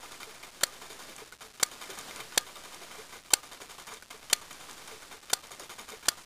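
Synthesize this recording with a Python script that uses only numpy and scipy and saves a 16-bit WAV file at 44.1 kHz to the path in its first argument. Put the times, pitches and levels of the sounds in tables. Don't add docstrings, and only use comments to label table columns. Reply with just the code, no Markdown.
import sys
import numpy as np
from scipy import signal
from scipy.fft import rfft, irfft, next_fast_len
from scipy.io import wavfile
from scipy.ndimage import map_coordinates

SR = 44100
rng = np.random.default_rng(int(sys.argv[2]) if len(sys.argv) > 2 else 0)


def int16_out(signal):
    q = np.round(np.clip(np.atleast_2d(signal).T, -1, 1) * 32767)
    wavfile.write(sys.argv[1], SR, q.astype(np.int16))


N = 275625

# t/s, pressure push/dB, spit/dB, blow-down length/s, lead of the latch drop/s, latch drop/dB
FIRINGS = [(0.632, -24, -6, 0.0084, 0.022, -28.5), (1.6273, -22, -6, 0.01, 0.029, -28.5),
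           (2.3747, -18, -4.5, 0.0076, 0.029, -33), (3.3334, -21.5, -4.5, 0.009, .028, -29.5),
           (4.3275, -23, -4.5, 0.0091, 0.028, -27.5), (5.3306, -21.5, -4, 0.0069, .0315, -29),
           (6.0825, -21.5, -4.5, 0.0082, 0.026, -31.5)]
# t/s, level/dB, pipe note/Hz
STROKES = [(0.0268, -33, 850), (0.109, -32.5, 1150), (0.1984, -32, 1150), (0.2903, -37.5, 433),
           (0.3406, -41, 1470), (0.4286, -32, 875), (0.5385, -47, 595), (0.7202, -36, 426),
           (0.812, -31.5, 910), (0.8992, -33, 363), (0.989, -31.5, 1260), (1.0803, -33, 371),
           (1.1787, -33.5, 840), (1.2534, -42, 1440), (1.3254, -45.5, 1190), (1.4055, -33, 1010),
           (1.438, -42.5, 450), (1.5367, -43, 1190), (1.713, -33.5, 923), (1.8094, -30, 964),
           (1.892, -28.5, 358), (1.925, -39, 740), (1.9731, -31, 1286), (2.0742, -35, 1190),
           (2.1603, -32.5, 1310), (2.1894, -29.5, 930), (2.3229, -36.5, 1390), (2.4645, -34.5, 627),
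           (2.5561, -34, 970), (2.6363, -34.5, 896), (2.7206, -35, 930), (2.812, -33.5, 500),
           (2.9068, -35.5, 1000), (2.9444, -39.5, 1200), (2.98, -36, 440), (3.0882, -42, 1370),
           (3.1212, -33.5, 910), (3.155, -37, 466), (3.2457, -43, 1370), (3.4277, -35, 960),
           (3.511, -32.5, 1075), (3.5999, -31.5, 550), (3.691, -33.5, 910), (3.78, -32.5, 935),
           (3.8676, -31, 1070), (3.9124, -31, 1250), (4.023, -47.5, 1480), (4.102, -32, 893),
           (4.2228, -39.5, 790), (4.4107, -37, 1150), (4.5043, -34, 1230), (4.5936, -33.5, 1030),
           (4.6316, -43, 720), (4.684, -32.5, 1020), (4.7742, -37, 1050), (4.8752, -34, 1200),
           (4.9116, -35, 440), (5.023, -40, 1480), (5.1111, -32, 920), (5.223, -42.5, 1204),
           (5.4303, -35.5, 1040), (5.5061, -32, 1020), (5.5947, -31.5, 353), (5.6948, -31.5, 830),
           (5.781, -30.5, 960), (5.8792, -32, 1110), (5.915, -33.5, 486), (5.9772, -45, 1060),
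           (6.028, -39, 1500), (6.169, -36.5, 1184)]
# f/Hz, width/Hz, level/dB
PIPE_MODES = [(394, 90, -2.5), (745.3, 130, -5), (995, 90, -2), (1206, 45, 2.5), (1409, 90, -4),
              (1693, 120, -6.5)]
# f/Hz, level/dB, t60/s
LINKAGE_MODES = [(1478, -4, .05), (2127, -1.5, .05), (2365, -2, .05), (3095, -2.5, 0.074),
                 (3658, -0.5, 0.05), (4790, -7.5, .02), (6640, 0, .03), (7000, -3.5, .02)]
# f/Hz, level/dB
AIR_SPECTRUM = [(35, -50), (60, -6.5), (251, -4.5), (444, -5), (755, -7), (1210, -6.5), (2730, -12),
                (3640, -11), (6850, -13), (7900, -12), (10300, -54), (17400, -120)]


def amp(db):
    return 10 ** (np.asarray(db) / 20)


def unit(x):
    return x / np.sqrt(np.mean(x ** 2) + 1e-20)


def along(points, hz):
    f, values = np.transpose(points)
    return np.interp(np.log(hz + 1), np.log(f + 1), values)


def filtered(x, response):
    size = next_fast_len(len(x) + 8192)
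    return irfft(rfft(x, size) * response(np.fft.rfftfreq(size, 1 / SR)), size)[:len(x)]


def noise(response, size=N):
    return unit(filtered(rng.standard_normal(size), response))


def modes(table):
    return lambda f: sum((-1) ** k * amp(db) * 1j * f * width / (hz * hz - f * f + 1j * f * width)
                         for k, (hz, width, db) in enumerate(table))


def favoured(table, note_hz, db_per_octave):
    return [(hz, width, db - db_per_octave * abs(np.log2(hz / note_hz))) for hz, width, db in table]


def add(track, start, x):
    part = track[max(round(start * SR), 0):][:len(x)]
    part += x[:len(part)]


def whirr():
    # t/s, level/dB
    bed_levels = [(0.0, -51.5), (0.48, -53.5), (1.06, -50.5), (1.43, -56.5), (1.79, -50), (2.091, -46.5),
                  (2.42, -52.5), (2.99, -50), (3.171, -55.5), (3.79, -52.5), (4.1, -55), (4.86, -50.5),
                  (5.17, -54), (5.69, -52.5), (6.0, -54), (6.25, -54)]
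    times, db = np.transpose(bed_levels)
    return amp(np.interp(np.arange(N) / SR, times, db)) * noise(lambda hz: amp(along(AIR_SPECTRUM, hz)))


def yard(x):
    # f/Hz, t60/s
    decay_times = [(200, 0.22), (1200, .25), (4000, 0.11), (8000, 0.033)]
    hz, t, spectra = signal.stft(rng.standard_normal(SR // 3), SR, nperseg=256)
    tail = signal.istft(spectra * amp(-60 * t / along(decay_times, hz)[:, None]), SR, nperseg=256)[1]
    return signal.fftconvolve(np.pad(x, (300, 0)), tail / np.linalg.norm(tail))[:N]


def intake(hoot_hz=441.5):
    # t/s, level/dB, length/s
    hoots = [(0.269, -46, 0.023), (1.217, -41, 0.017), (1.432, -51, 0.066), (2.194, -50.5, 0.042),
             (2.984, -44, 0.029), (3.925, -45.5, 0.025), (4.137, -48, 0.025), (4.92, -46, 0.04),
             (5.141, -47.5, 0.017), (5.928, -41.5, 0.021)]
    out, t = np.zeros(N), np.arange(SR // 6) / SR
    for start, db, length in hoots:
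        age = 3 * t / length
        add(out, start, amp(db + 9.5) * age * np.exp(-age) * np.sin(2 * np.pi * hoot_hz * t))
    return out


def snap(db, t60=.012):
    return amp(db - 60 * np.arange(400) / SR / t60) * noise(modes([(6670, 2300, 0)]), 400)


def tick(db, struck_hz):
    t = np.arange(SR // 10) / SR
    ring = np.zeros(len(t))
    for hz, level, t60 in LINKAGE_MODES:
        mode_db = level - 24 * abs(np.log2(hz / struck_hz)) + rng.normal(0, 1.9)
        ring += amp(mode_db - 60 * t / t60) * np.sin(2 * np.pi * hz * t)
    crack = amp(4 - 60 * t / .0091) * rng.standard_normal(len(t))
    return amp(db - 7.5) * (ring + crack)


def linkage(backlash_s=.05):
    # t/s, level/dB, pitch of the part struck/Hz
    ticks = [(0.1424, -38, 2150), (0.2314, -26.5, 2190), (0.4294, -32.5, 2100), (0.8994, -46, 1970),
             (1.3239, -31, 1480), (1.7344, -39.5, 3770), (1.8394, -31, 2180), (1.9026, -26, 6000),
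             (2.0944, -36, 3640), (2.1101, -30, 2120), (2.1605, -34.5, 2340), (2.2044, -27.5, 2320),
             (2.3226, -29, 1470), (2.5557, -34.5, 3730), (2.7307, -36, 3760), (2.9151, -34.5, 3030),
             (3.1396, -33.5, 2150), (3.5174, -39, 3670), (3.9704, -36, 4010), (4.0238, -29.5, 1460),
             (4.5092, -39, 3800), (4.8194, -37.5, 2010), (4.9117, -40, 2330), (5.022, -33, 1480),
             (5.5967, -29, 6400), (5.6351, -33.5, 2030), (5.6945, -29.5, 1540), (5.7833, -41, 1540),
             (6.0282, -34.5, 1480)]
    # t/s, level/dB
    snaps = [(1.1636, -36), (1.8344, -39.5), (1.988, -30.5), (2.0113, -34), (2.1604, -31), (2.2094, -38),
             (2.7456, -37), (3.5325, -37.5), (3.7158, -37), (3.8677, -35), (3.9384, -32.5), (4.5294, -36),
             (4.7115, -34.5), (4.8755, -36.5), (5.5163, -43.5), (5.903, -35.5)]
    out = np.zeros(N)
    for start, db, struck_hz in ticks:
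        add(out, start, tick(db, struck_hz))
    for start, db in snaps:
        add(out, start, snap(db))
    for (start, db, _), (lag, pick) in zip(STROKES, rng.random((len(STROKES), 2))):
        hz = LINKAGE_MODES[int(pick * len(LINKAGE_MODES))][0]
        loose_db = db - 8.5
        add(out, start + backlash_s * lag, tick(loose_db, hz) if hz < 4000 else snap(loose_db))
    return out


def puff(db, note_hz, rod_hz, t60, rise_s, slack, whistle_trim_db=0):
    t = np.arange(SR // 8) / SR
    envelope = (1 - np.exp(-t / rise_s)) * amp(-60 * t / t60) * np.clip((.11 - t) / .044, 0, 1)
    clack = 1 + slack * np.exp(-t / .003)
    knocks = clack * rng.standard_normal(len(t)) * (rng.random(len(t)) < .008)
    rods = [(hz, 4 / decay, level) for hz, level, decay in LINKAGE_MODES]
    jingle = unit(filtered(knocks, modes(favoured(rods, rod_hz, db_per_octave=6))))
    hiss = noise(lambda hz: amp(along(AIR_SPECTRUM, hz)), len(t))
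    airflow = clack * rng.standard_normal(len(t))
    pipe = unit(filtered(airflow, modes(favoured(PIPE_MODES, note_hz, db_per_octave=6.5))))
    whistle = amp(whistle_trim_db) * noise(modes([(6814, 760, 0)]), len(t))
    return amp(db) * envelope * (amp(-14) * (hiss + jingle) + amp(-13.5) * pipe + amp(-22) * whistle)


def coasting(held_open_s=.5, exhaust_rod_hz=3460, rocker_hz=2407):
    out = np.zeros(N)
    fired = np.array([-held_open_s / 2] + [row[0] for row in FIRINGS])
    for (start, db, note_hz), (detune, trim) in zip(STROKES, rng.standard_normal((len(STROKES), 2))):
        held_open = start - fired[fired < start][-1] < held_open_s
        rod_hz = (exhaust_rod_hz if held_open else rocker_hz) * np.exp(.12 * detune)
        add(out, start, puff(db, note_hz, rod_hz, t60=.24, rise_s=.0039, slack=.72,
                             whistle_trim_db=2 * trim))
    return out


def latch(rod_hz=3040):
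    out = np.zeros(N)
    for start, *_, lead, db in FIRINGS:
        rattle = puff(db - 4.5, note_hz=1424, rod_hz=rod_hz, t60=.17, rise_s=.0004, slack=2)
        add(out, start - lead, rattle)
        add(out, start - lead, tick(db, rod_hz))
    return out


def pipe_ring(t, hz=1218, peak_s=.041, spread_s=.032):
    tone = np.sin(2 * np.pi * (hz * t + rng.random()))
    breath = noise(modes(favoured(PIPE_MODES, hz, db_per_octave=11)), len(t))
    return (tone + .3 * breath) * np.exp(-((t - peak_s) / spread_s) ** 2)


def shell_ring(t, hz=4740, peak_s=.0075, t60=.016):
    tone = np.sin(2 * np.pi * (hz * t + rng.random()))
    grit = noise(modes([(4490, 490, 0)]), len(t))
    envelope = np.clip(t / peak_s, 0, 1) ** 3 * amp(-60 * np.maximum(t - peak_s, 0) / t60)
    return (tone + .66 * grit) * envelope


def gas_spit(t, blow_down_s, onset_s=.0008, peak_s=.0036, fall_db_per_s=1993):
    # f/Hz, level/dB
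    jet_spectrum = [(180, -29), (300, -17.5), (1430, -5), (1980, -3.5), (2790, -8.5), (3670, -1),
                    (4210, -3), (4760, -2.5), (5310, -7.5), (5850, 1), (6800, -3.5), (7480, 5.5),
                    (7900, -5), (10300, -33.5), (17400, -120)]
    attack = np.clip((t - onset_s) / (peak_s - onset_s), 0, 1) ** 1.5
    fall = amp(-fall_db_per_s * np.maximum(t - peak_s, 0))
    choke = 1 / (1 + np.exp((t - blow_down_s) / .0014))
    tail = amp(-27.5 - 60 * t / .06) * (t > onset_s)
    sputter = amp(4 * rng.standard_normal(len(t))) * rng.standard_normal(len(t))
    jets = unit(filtered(sputter, lambda hz: amp(along(jet_spectrum, hz))))
    return (attack * fall * choke + tail) * jets


def firing():
    # lag/s, level/dB
    valve_clicks = [(-.0145, -37.5), (0.035, -39)]
    out, t = np.zeros(N), np.arange(SR // 8) / SR
    pulse_time = (t - .0008) / .00029
    push = -pulse_time * np.exp(.5 - pulse_time ** 2 / 2)
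    for start, push_db, spit_db, blow_down_s, *_ in FIRINGS:
        spit = amp(spit_db - 6.5) * gas_spit(t, blow_down_s)
        pipe = amp(-48.5) * pipe_ring(t)
        shell = amp(spit_db - 17) * shell_ring(t)
        add(out, start, amp(push_db) * push + spit + pipe + shell)
        for lag, click_db in valve_clicks:
            add(out, start + lag, snap(click_db))
    return out


def scene():
    bangs = firing()
    return (bangs + amp(-24.5) * yard(bangs) + whirr() + coasting() + latch() + linkage() + intake())[None]


def record(dry, rate_hz=16000, step=1 / 128, first_shift_s=1.14, shift_every_s=1.003):
    t = np.arange(N) / SR
    analog = filtered(dry[0], lambda hz: 1j * hz / (1j * hz + 250) / (1 + (hz / 8600) ** 16))
    shifts = np.maximum((t - first_shift_s) // shift_every_s + 1, 0)
    zero = step * np.where(shifts % 2, .066, .17)
    held = map_coordinates(analog + zero, [np.floor(t * rate_hz) / rate_hz * SR], order=3)
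    crushed = step * np.round(held / step)
    hiss = amp(-71.5) * rng.standard_normal(N)
    rumble = amp(-69.5) * noise(lambda hz: 1 / (1 + (hz / 90) ** 2))
    return filtered(crushed + hiss + rumble, lambda hz: (hz < 15500) / np.sqrt(1 + (hz / 16000) ** 6))[None]


dry = scene()
out = record(dry)
int16_out(out)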